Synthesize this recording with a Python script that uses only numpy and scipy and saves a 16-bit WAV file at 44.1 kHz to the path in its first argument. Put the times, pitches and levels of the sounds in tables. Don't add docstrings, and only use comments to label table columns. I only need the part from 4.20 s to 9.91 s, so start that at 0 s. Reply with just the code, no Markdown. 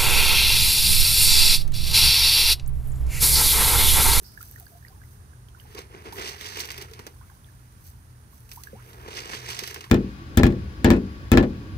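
import sys
import numpy as np
from scipy import signal
from scipy.fft import rfft, irfft
from scipy.io import wavfile

SR = 44100
rng = np.random.default_rng(int(sys.argv[2]) if len(sys.argv) > 2 else 0)


def field_ratio(decibels):
    return 10 ** (np.asarray(decibels, dtype=float) / 20)


def digitize_waveform(pressure):
    field = np.atleast_2d(pressure).T
    bounded = np.clip(field, -1, 1)
    quanta = np.round(bounded * 32767).astype(np.int16)
    wavfile.write(sys.argv[1], SR, quanta)


N = 251792

# pitch_hz, left_db_per_hz, right_db_per_hz
AIR_SPECTRUM = [(28.5, -74, -94), (56, -70, -66.5), (90, -66, -67.5), (106, -72.5, -77.5), (148, -84, -78),
                (293, -88.5, -88.5), (515, -98, -97), (1060, -97, -91), (1700, -103, -92.5),
                (2140, -108, -103), (4200, -112, -102), (6700, -108, -101), (7650, -114, -105),
                (9680, -100, -93.5), (10500, -110, -104), (13400, -112, -103), (15000, -110, -112)]
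# pitch_hz, likeness_0_to_1
AIR_LIKENESS = [(60, 1), (260, 0.94), (600, 0.3), (1100, 0.88), (2000, 0.16), (3500, 0.15), (9000, 0.021)]
# start_s, level_db, pitch_hz, right_lead_ms
BUBBLES = [(.017, -43, 375, 0.18), (0.175, -34, 1610, 0.39), (.207, -37.5, 1280, 0.54),
           (.229, -45, 1530, 0.4), (0.339, -51, 1650, 0.25), (.36, -38.5, 1760, 0.27),
           (.379, -45, 1410, 0.35), (.466, -49.5, 4560, .23), (.467, -42.5, 1555, .3),
           (0.626, -47.5, 1680, 0.32), (.649, -39, 1830, .38), (0.683, -46, 4700, .13),
           (.667, -52, 2180, 0.36), (.68, -51, 1540, 0.23), (.816, -43.5, 1550, 0.23),
           (0.836, -48, 1930, 0.41), (1.133, -50, 1540, 0.75), (1.2857, -48, 3180, .22),
           (1.348, -44.5, 1370, 0.51), (1.37, -50, 900, 0.44), (1.399, -42, 2960, 0.25),
           (1.416, -51, 1620, .54), (1.452, -46, 750, 0.34), (1.562, -47, 975, 0.85),
           (1.925, -34, 810, 0.23), (1.944, -46, 940, -0.0054), (2.14, -42, 720, 0.022),
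           (2.64, -50, 830, 0.26), (2.685, -48, 1240, .3), (2.81, -50, 1890, 0.26), (2.96, -58, 900, .14),
           (3.01, -47.5, 900, 0.22), (3.012, -50, 1420, 0.57), (3.097, -51.5, 930, 0.23),
           (3.098, -48, 1520, .43), (3.115, -51, 760, .22), (3.166, -54, 940, 0.39),
           (3.245, -49, 3400, .28), (3.287, -51, 1660, 0.075), (4.129, -52.5, 966, -.13),
           (4.373, -38.5, 857, 0.053), (4.471, -34, 1590, 0.36), (4.53, -34, 188, -0.21),
           (4.53, -29.5, 481, -0.37), (4.541, -37, 407, -0.27), (5.663, -49, 905, .03)]
# start_s, level_db, pitch_hz, right_lead_ms
GLIDES = [(3.022, -58, 1025, .72), (4.39, -52.5, 953, -0.2), (4.551, -48.5, 695, .09),
          (4.583, -55, 900, 0.26), (4.591, -54.5, 1255, 0.2), (5.64, -52, 960, 0.2)]
# start_s, level_db, pitch_hz, right_lead_ms
GURGLES = [(.405, -53, 750, 0.29), (.42, -51, 696, 0.3), (.517, -52, 688, .25), (.533, -54, 658, .2),
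           (.551, -48, 695, .17), (.702, -54, 765, -.21), (.724, -56, 1047, -0.2), (.745, -61, 900, -0.14),
           (.767, -59, 834, -0.42), (2.712, -40, 440, -.3)]
# pitch_hz, left_over_right_db
WATER_PAN = [(300, 0), (800, -7.5), (1600, -11.5), (4000, -19.5)]
# delay_s, level_db
BANK_ECHOES = [(0.013, -12), (.023, -19.5), (.041, -35)]
# pitch_hz, left_db, right_db
RUSH_COLOUR = [(201, -2, -11.5), (265, -6, -10.5), (414, 1, 4.5), (560, -11.5, -8), (900, -0.5, -3),
               (1280, -0.5, 2.5), (1980, -2, 5), (2970, 0.5, 1), (3560, -6, 1), (3900, -4.5, 0.5),
               (4700, -5.5, 3), (6340, -10, 2.5), (7130, -12.5, -8), (8320, -10, -4), (10760, -7, -10.5),
               (12100, -2, -1), (16400, -13, -1.5)]
RUSH_EDGES_HZ = 615, 2700, 8360
# octaves_above_1_khz, level_db at full vigour before tilt, vigour_share
PARTS = [(-1.85, -45, 1), (0.86, -46.5, 0.83), (2.5, -43.5, 1.25), (3.5, -60.5, 0.33)]
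# time_s, vigour_db, brightness_db_per_octave
CHURN = [(1.3, -84.5, -5), (1.531, -60.5, 0), (1.556, -56, -3.5), (1.59, -45, 0), (1.68, -68.5, -2.5),
         (1.759, -56, -3.5), (1.839, -61, -2), (1.863, -49, -2), (1.95, -57, -2.5), (1.987, -43, -1.5),
         (2.09, -40.5, 1.5), (2.16, -53.5, 0.5), (2.27, -41.5, 2.5), (2.31, -45.5, 2), (2.4, -41, 1.5),
         (2.49, -51, 0), (2.57, -53, 0.5), (2.62, -49, -1.5), (2.659, -59.5, -0.5), (2.86, -62, -1.5),
         (2.93, -73.5, 2), (4.299, -77.5, -1.5), (4.62, -63.5, -0.5), (4.72, -62.5, -3), (4.84, -57, -3),
         (4.976, -40.5, 1), (5.055, -47.5, 0), (5.15, -41, 0.5), (5.215, -49, 0.5), (5.31, -41, 2.5),
         (5.36, -43.5, 2), (5.39, -43.5, 0.5), (5.47, -46.5, 3.5), (5.57, -50.5, -0.5), (5.71, -64, 1.5)]
# peak_s, level_db, swell_s, t60_s
SPRAYS = [(.03, -56, 0.033, 1.6), (.235, -54, 0.15, 2.2), (.92, -61, 0.24, 0.27), (1.4, -60.5, 0.075, 0.47),
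          (1.939, -48, .02, 0.49), (3.675, -49, 0.074, 0.18), (4.14, -59, 0.047, 0.79),
          (4.32, -51, 0.045, .9), (4.69, -60, 0.12, 1.3)]
# start_s, level_db
TICKS = [(.032, -40.5), (.0804, -44), (0.2282, -26.5), (.286, -40), (0.3126, -33), (0.3993, -33),
         (0.456, -40), (.517, -48), (2.3955, -24), (2.405, -25), (2.579, -38), (3.349, -50), (4.205, -44),
         (4.3374, -36)]
# pitch_hz, width_hz, level_db, t60_s, left_over_right_db
BREATHY_HISS = (5050, 1000, -52, .55, -5)
# start_s, level_db, brightest_octave_above_1_khz, loss_db_per_octave
SNAPS = [(0.2118, -40, 3.6, 10), (0.2277, -48, 4.5, 3), (.683, -37.5, 4.3, 16), (1.285, -53, 5, 3),
         (1.399, -50.5, 8, 1), (1.5476, -42.5, 2, 3.5), (1.5889, -36.5, -3, 1), (1.924, -44, 6, -2),
         (1.9704, -35, 7, 10), (2.0917, -39, 8, -1.5), (2.1157, -30, 1.5, 13), (2.1449, -34.5, 1.3, 10),
         (2.2107, -33.5, 0, 2), (2.371, -28, -1, 2.5), (2.3935, -26.5, 1.5, 27), (2.4028, -25.5, 2.5, 18),
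         (2.41, -37, 3.5, 13), (2.453, -36, 3, 5), (2.4743, -35, 7, 3.5), (2.488, -29, 0.3, 6.5),
         (2.5037, -29, 1.45, 5), (2.516, -32, 3, 12), (2.5427, -34.5, 0.6, 6.5), (2.578, -37, 2.2, 0.5),
         (2.613, -37.5, 1, 1.5), (2.621, -39, 3, 5), (2.7117, -48, 3, 8), (2.828, -48, -1, 7),
         (2.735, -40.5, 2.5, 9.5), (2.7917, -29.5, -1, 4), (2.8662, -31, -1.5, 2), (4.127, -56, 6, 4),
         (4.291, -40, 5.5, 4), (4.3152, -35.5, 2, 6), (4.435, -29, 5.5, 4.5), (4.6497, -56, 3, 14),
         (4.7308, -49.5, -0.5, 0.5), (4.883, -27, -0.84, 5.5), (5.1332, -16.5, 0.33, 15),
         (5.151, -30.5, 1.8, 14), (5.3028, -28.5, 2, 6.5), (5.39, -24, 2.5, 12), (5.42, -30, -1.7, 11),
         (5.4363, -26, 1.3, 6.5), (5.475, -33.5, 3.5, 1.5), (5.509, -41.5, 2.4, -2), (5.543, -30, 4.5, 3.5),
         (5.5606, -17, -0.06, 14), (5.6075, -33.5, 1.74, 7), (5.64, -31, 0.3, 7),
         (5.6975, -33.5, -0.3, 7.5)]

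WATER_LEAD_S = 0.000341
HUM_HZ, HUM_WIDTH_HZ, HUM_DB = 122.4, 4.7, -53.5
BEST_HZ, BEST_T60_S, BEST_RISE_OCTAVES_PER_S, T60_KEPT, RISE_KEPT = 900, .032, 30, .36, .5
GLIDE_RISE_OCTAVES_PER_S, GLIDE_T60_S = 20, .075
GURGLE_RISE_OCTAVES_PER_S, GURGLE_T60_S = 0.5, 0.046
SWELL_CYCLES, FADE_POWER = 1.5, 1.8
FAINT_PER_S, FAINT_FLOOR_DB = 45, -69
LEFT_LEAD_S, RUSH_SPREAD = .00048, .68
FULL_VIGOUR_DB = -42
SPRAY_SWELL_DB, SPRAY_SPILL_DB = 20, -17
TICK_T60_S, TICK_LOW_HZ = 0.0058, 9100
HISS_START_S = .044
SNAP_T60_S = 0.014
REBOUND_S, REBOUND_DB, PATTER_DB, PATTER_LASTS = .0045, -6, -16.5, 12


def rms_one(x):
    return x / np.sqrt(np.mean(x ** 2) + 1e-20)


def at_hz(points, hz, axis=1):
    points = np.array(points)
    return np.interp(np.log(hz + 1e-9), np.log(points[:, 0]), points[:, axis])


def drift(rate_hz):
    r = np.exp(-40 * np.pi * rate_hz / SR)
    noise = rng.standard_normal(N // 20 + 4002)
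    slow = signal.lfilter([1], [1, -2 * r, r * r], noise)[4000:]
    return np.interp(np.arange(N) / 20, np.arange(len(slow)), rms_one(slow))


def band(x, low_hz, high_hz, order=2):
    edges = [low_hz, min(high_hz, .45 * SR)]
    return signal.sosfilt(signal.butter(order, edges, "band", fs=SR, output="sos"), x)


def surroundings():
    hz = np.fft.rfftfreq(N, 1 / SR)
    mid, side = rfft(rng.standard_normal((2, N)))
    alike = np.clip(at_hz(AIR_LIKENESS, hz), 0, 1)
    pair = np.sqrt(1 + alike) * mid + np.sqrt(1 - alike) * side * [[1], [-1]]
    pair = pair * np.sqrt(SR / 4)
    pair[0] *= np.exp(-2j * np.pi * hz * WATER_LEAD_S)
    levels_db = [at_hz(AIR_SPECTRUM, hz, axis=1), at_hz(AIR_SPECTRUM, hz, axis=2)]
    air = irfft(pair * field_ratio(levels_db), N)
    return air * field_ratio(.4 * drift(2.))


def hum():
    low_hz, high_hz = HUM_HZ - HUM_WIDTH_HZ / 2, HUM_HZ + HUM_WIDTH_HZ / 2
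    return field_ratio(HUM_DB) * rms_one(band(rng.standard_normal(N), low_hz, high_hz, order=1))


def add_bubble(out, start_s, level_db, hz, rise, t60, lead_s):
    t = np.arange(int(.15 * SR)) / SR
    pitch_hz = hz * 2 ** np.minimum(rise * t, 1.5)
    phase = 2 * np.pi * np.cumsum(pitch_hz) / SR
    fade = field_ratio(level_db - 60 * (t / max(t60, .005)) ** FADE_POWER)
    swell = 1 - np.exp(-t * hz / SWELL_CYCLES)
    ring = fade * swell * np.sin(phase)
    for side, sign in enumerate((1, -1)):
        at = max(round((start_s + sign * lead_s / 2) * SR), 0)
        pan = field_ratio(sign * at_hz(WATER_PAN, hz) / 2)
        out[side, at:at + len(t)] += pan * ring[:N - at]


def bubbles():
    out = np.zeros((2, N))
    for start_s, db, hz, lead_ms in BUBBLES:
        octaves_away = abs(np.log2(hz / BEST_HZ))
        rise = BEST_RISE_OCTAVES_PER_S * RISE_KEPT ** octaves_away
        t60 = max(BEST_T60_S * T60_KEPT ** octaves_away, 9.3 / hz)
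        add_bubble(out, start_s, db, hz, rise, t60, lead_ms / 1000)
    for start_s, db, hz, lead_ms in GLIDES:
        add_bubble(out, start_s, db, hz, GLIDE_RISE_OCTAVES_PER_S, GLIDE_T60_S, lead_ms / 1000)
    for start_s, db, hz, lead_ms in GURGLES:
        add_bubble(out, start_s, db, hz, GURGLE_RISE_OCTAVES_PER_S, GURGLE_T60_S, lead_ms / 1000)
    draws = rng.random((800, 5))
    starts_s = np.cumsum(-np.log(1 - draws[:, 0])) / FAINT_PER_S
    for start_s, row in zip(starts_s, draws):
        if start_s < N / SR:
            hz = 700 * 2 ** (1.42 * row[1])
            db = FAINT_FLOOR_DB - 3 * np.log(1 - .95 * row[2])
            add_bubble(out, start_s, db, hz, 12 * row[3], 23.0 / hz, WATER_LEAD_S * 2.2 * row[4])
    swapped = out[::-1]
    echoes = sum(field_ratio(db) * np.pad(swapped, ((0, 0), (round(delay_s * SR), 0)))[:, :N]
                 for delay_s, db in BANK_ECHOES)
    return out + echoes


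def colour(x, table, axis):
    size = 4096
    gain = field_ratio(at_hz(table, np.fft.rfftfreq(size, 1 / SR), axis=axis))
    cepstrum = irfft(np.log(gain))
    cepstrum[1:size // 2] *= 2
    impulse = irfft(np.exp(rfft(cepstrum[:size // 2], size)))
    return signal.fftconvolve(x, impulse)[:N]


def two_ears(x, other):
    late = np.interp(np.arange(N) - LEFT_LEAD_S * SR, np.arange(N), x)
    right = np.sqrt(1 - RUSH_SPREAD ** 2) * late + RUSH_SPREAD * other
    return np.array([colour(x, RUSH_COLOUR, axis=1), colour(right, RUSH_COLOUR, axis=2)])


def rush_bands(pair):
    edges = [150., *RUSH_EDGES_HZ, 18000.]
    return [(-1) ** k * band(pair, low, high)
            for k, (low, high) in enumerate(zip(edges, edges[1:]))]


def droplets(per_s=1400., cycles=11.0, size_db=1.0):
    sizes = field_ratio(size_db * np.minimum(rng.exponential(1, N), 4)) * rng.choice([-1, 1], N)
    sizes *= rng.random(N) < per_s / SR
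    pitches_hz = np.geomspace(350., 12000., 20)
    dealt = rng.integers(0, 20, N)
    out = np.zeros(N)
    for k, hz in enumerate(pitches_hz):
        r = field_ratio(-60 * hz / (cycles * SR))
        w = 2 * np.pi * hz / SR
        ringing = signal.lfilter([1], [1, -2 * r * np.cos(w), r * r], sizes * (dealt == k) + 1e-18)
        out += np.sqrt(hz) * rms_one(ringing)
    return rms_one(out)


def part_levels():
    t = np.arange(N) / SR
    times_s, *controls = np.transpose(CHURN)
    vigour_db, brightness = (np.interp(t, times_s, c) for c in controls)
    power = []
    for octave, db, share in PARTS:
        tilt_db = brightness * (octave - 1.5)
        power.append(field_ratio(2 * (db + share * (vigour_db - FULL_VIGOUR_DB) + tilt_db)))
    spray = np.zeros(N)
    for peak_s, db, swell_s, t60 in SPRAYS:
        since = t - peak_s
        shape_db = np.where(since < 0, SPRAY_SWELL_DB * since / swell_s, -60 * since / t60)
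        spray += field_ratio(2 * (db + shape_db))
    return np.sqrt([*power[:2], power[2] + field_ratio(2 * SPRAY_SPILL_DB) * spray, power[3] + spray])


def rush(per_s=2500., size_db=0.5, wet=(1.1, 1.3, 1.1, .6)):
    lumps, surges = field_ratio(2.4 * drift(90.)), field_ratio(2.0 * drift(50.))
    sizes = field_ratio(size_db * np.minimum(rng.exponential(1, N), 5)) * (rng.random(N) < per_s / SR)
    envelope = np.sqrt(signal.lfilter([.1], [1, -.9], rms_one(sizes) ** 2))
    cracks = envelope * rng.standard_normal((2, N))
    cracked = rush_bands(two_ears(*(lumps * rms_one(cracks))))
    splashed = rush_bands(two_ears(surges * droplets(), surges * rng.standard_normal(N)))
    parts = [crack + share * drops for crack, drops, share in zip(cracked, splashed, wet)]
    return sum(gain * part / np.std(part.mean(axis=0)) for gain, part in zip(part_levels(), parts))


def ticks():
    clicks = np.zeros(N)
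    starts_s, levels_db = np.transpose(TICKS)
    clicks[np.round(starts_s * SR).astype(int)] = field_ratio(levels_db)
    treble = band(two_ears(*rng.standard_normal((2, N))), TICK_LOW_HZ, 18000., order=4)
    decay = field_ratio(-60 / (TICK_T60_S * SR))
    return signal.lfilter([1], [1, -decay], clicks + 1e-18) * rms_one(treble)


def breathy_hiss():
    hz, width_hz, db, t60, pan_db = BREATHY_HISS
    t = np.arange(N) / SR - HISS_START_S
    tone = rms_one(band(rng.standard_normal((2, N)), hz - width_hz / 2, hz + width_hz / 2))
    side_db = np.array([[pan_db], [-pan_db]]) / 2
    return tone * (t > 0) * field_ratio(db - 60 * np.maximum(t, 0) / t60 + side_db)


def snaps(trim_db=(-8., -6., 1.5, 1.5), stretch=(2.5, 1.1, .8, .6), attack_s=0.00094):
    parts = rush_bands(two_ears(*rng.standard_normal((2, N))))
    parts = [part / np.std(part.mean(axis=0)) for part in parts]
    out = np.zeros((2, N))
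    t = np.arange(int(.12 * SR)) / SR
    chances = rng.random((len(SNAPS), 2))
    for (start_s, db, brightest, loss_db), (gap, jolt) in zip(SNAPS, chances):
        start = round(start_s * SR)
        at = slice(start, min(start + len(t), N))
        late = t - REBOUND_S * (.5 + gap)
        for part, (octave, *_), trim, longer in zip(parts, PARTS, trim_db, stretch):
            fall = -60 / (longer * SNAP_T60_S)
            first = field_ratio(fall * t)
            second = (late > 0) * field_ratio(REBOUND_DB - 6.2 * jolt + fall * np.abs(late))
            patter = field_ratio(PATTER_DB + fall * t / PATTER_LASTS)
            shape = (first + second + patter) * np.minimum(t / attack_s, 1)
            shape = shape * field_ratio(db + trim - max(loss_db, 0) * abs(octave - brightest))
            out[:, at] += shape[:at.stop - at.start] * part[:, at]
    return out


def scene():
    return surroundings() + hum() + bubbles() + rush() + ticks() + breathy_hiss() + snaps()


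def band_limit(x):
    return signal.sosfilt(signal.butter(12, 17010, fs=SR, output="sos"), x)


def record(dry):
    no_rumble = signal.sosfilt(signal.butter(4, 30., "high", fs=SR, output="sos"), dry)
    finished = signal.sosfilt(signal.cheby2(14, 30, 15900, fs=SR, output="sos"), no_rumble)
    return band_limit(finished)


dry = scene()
out = record(dry)
digitize_waveform(out)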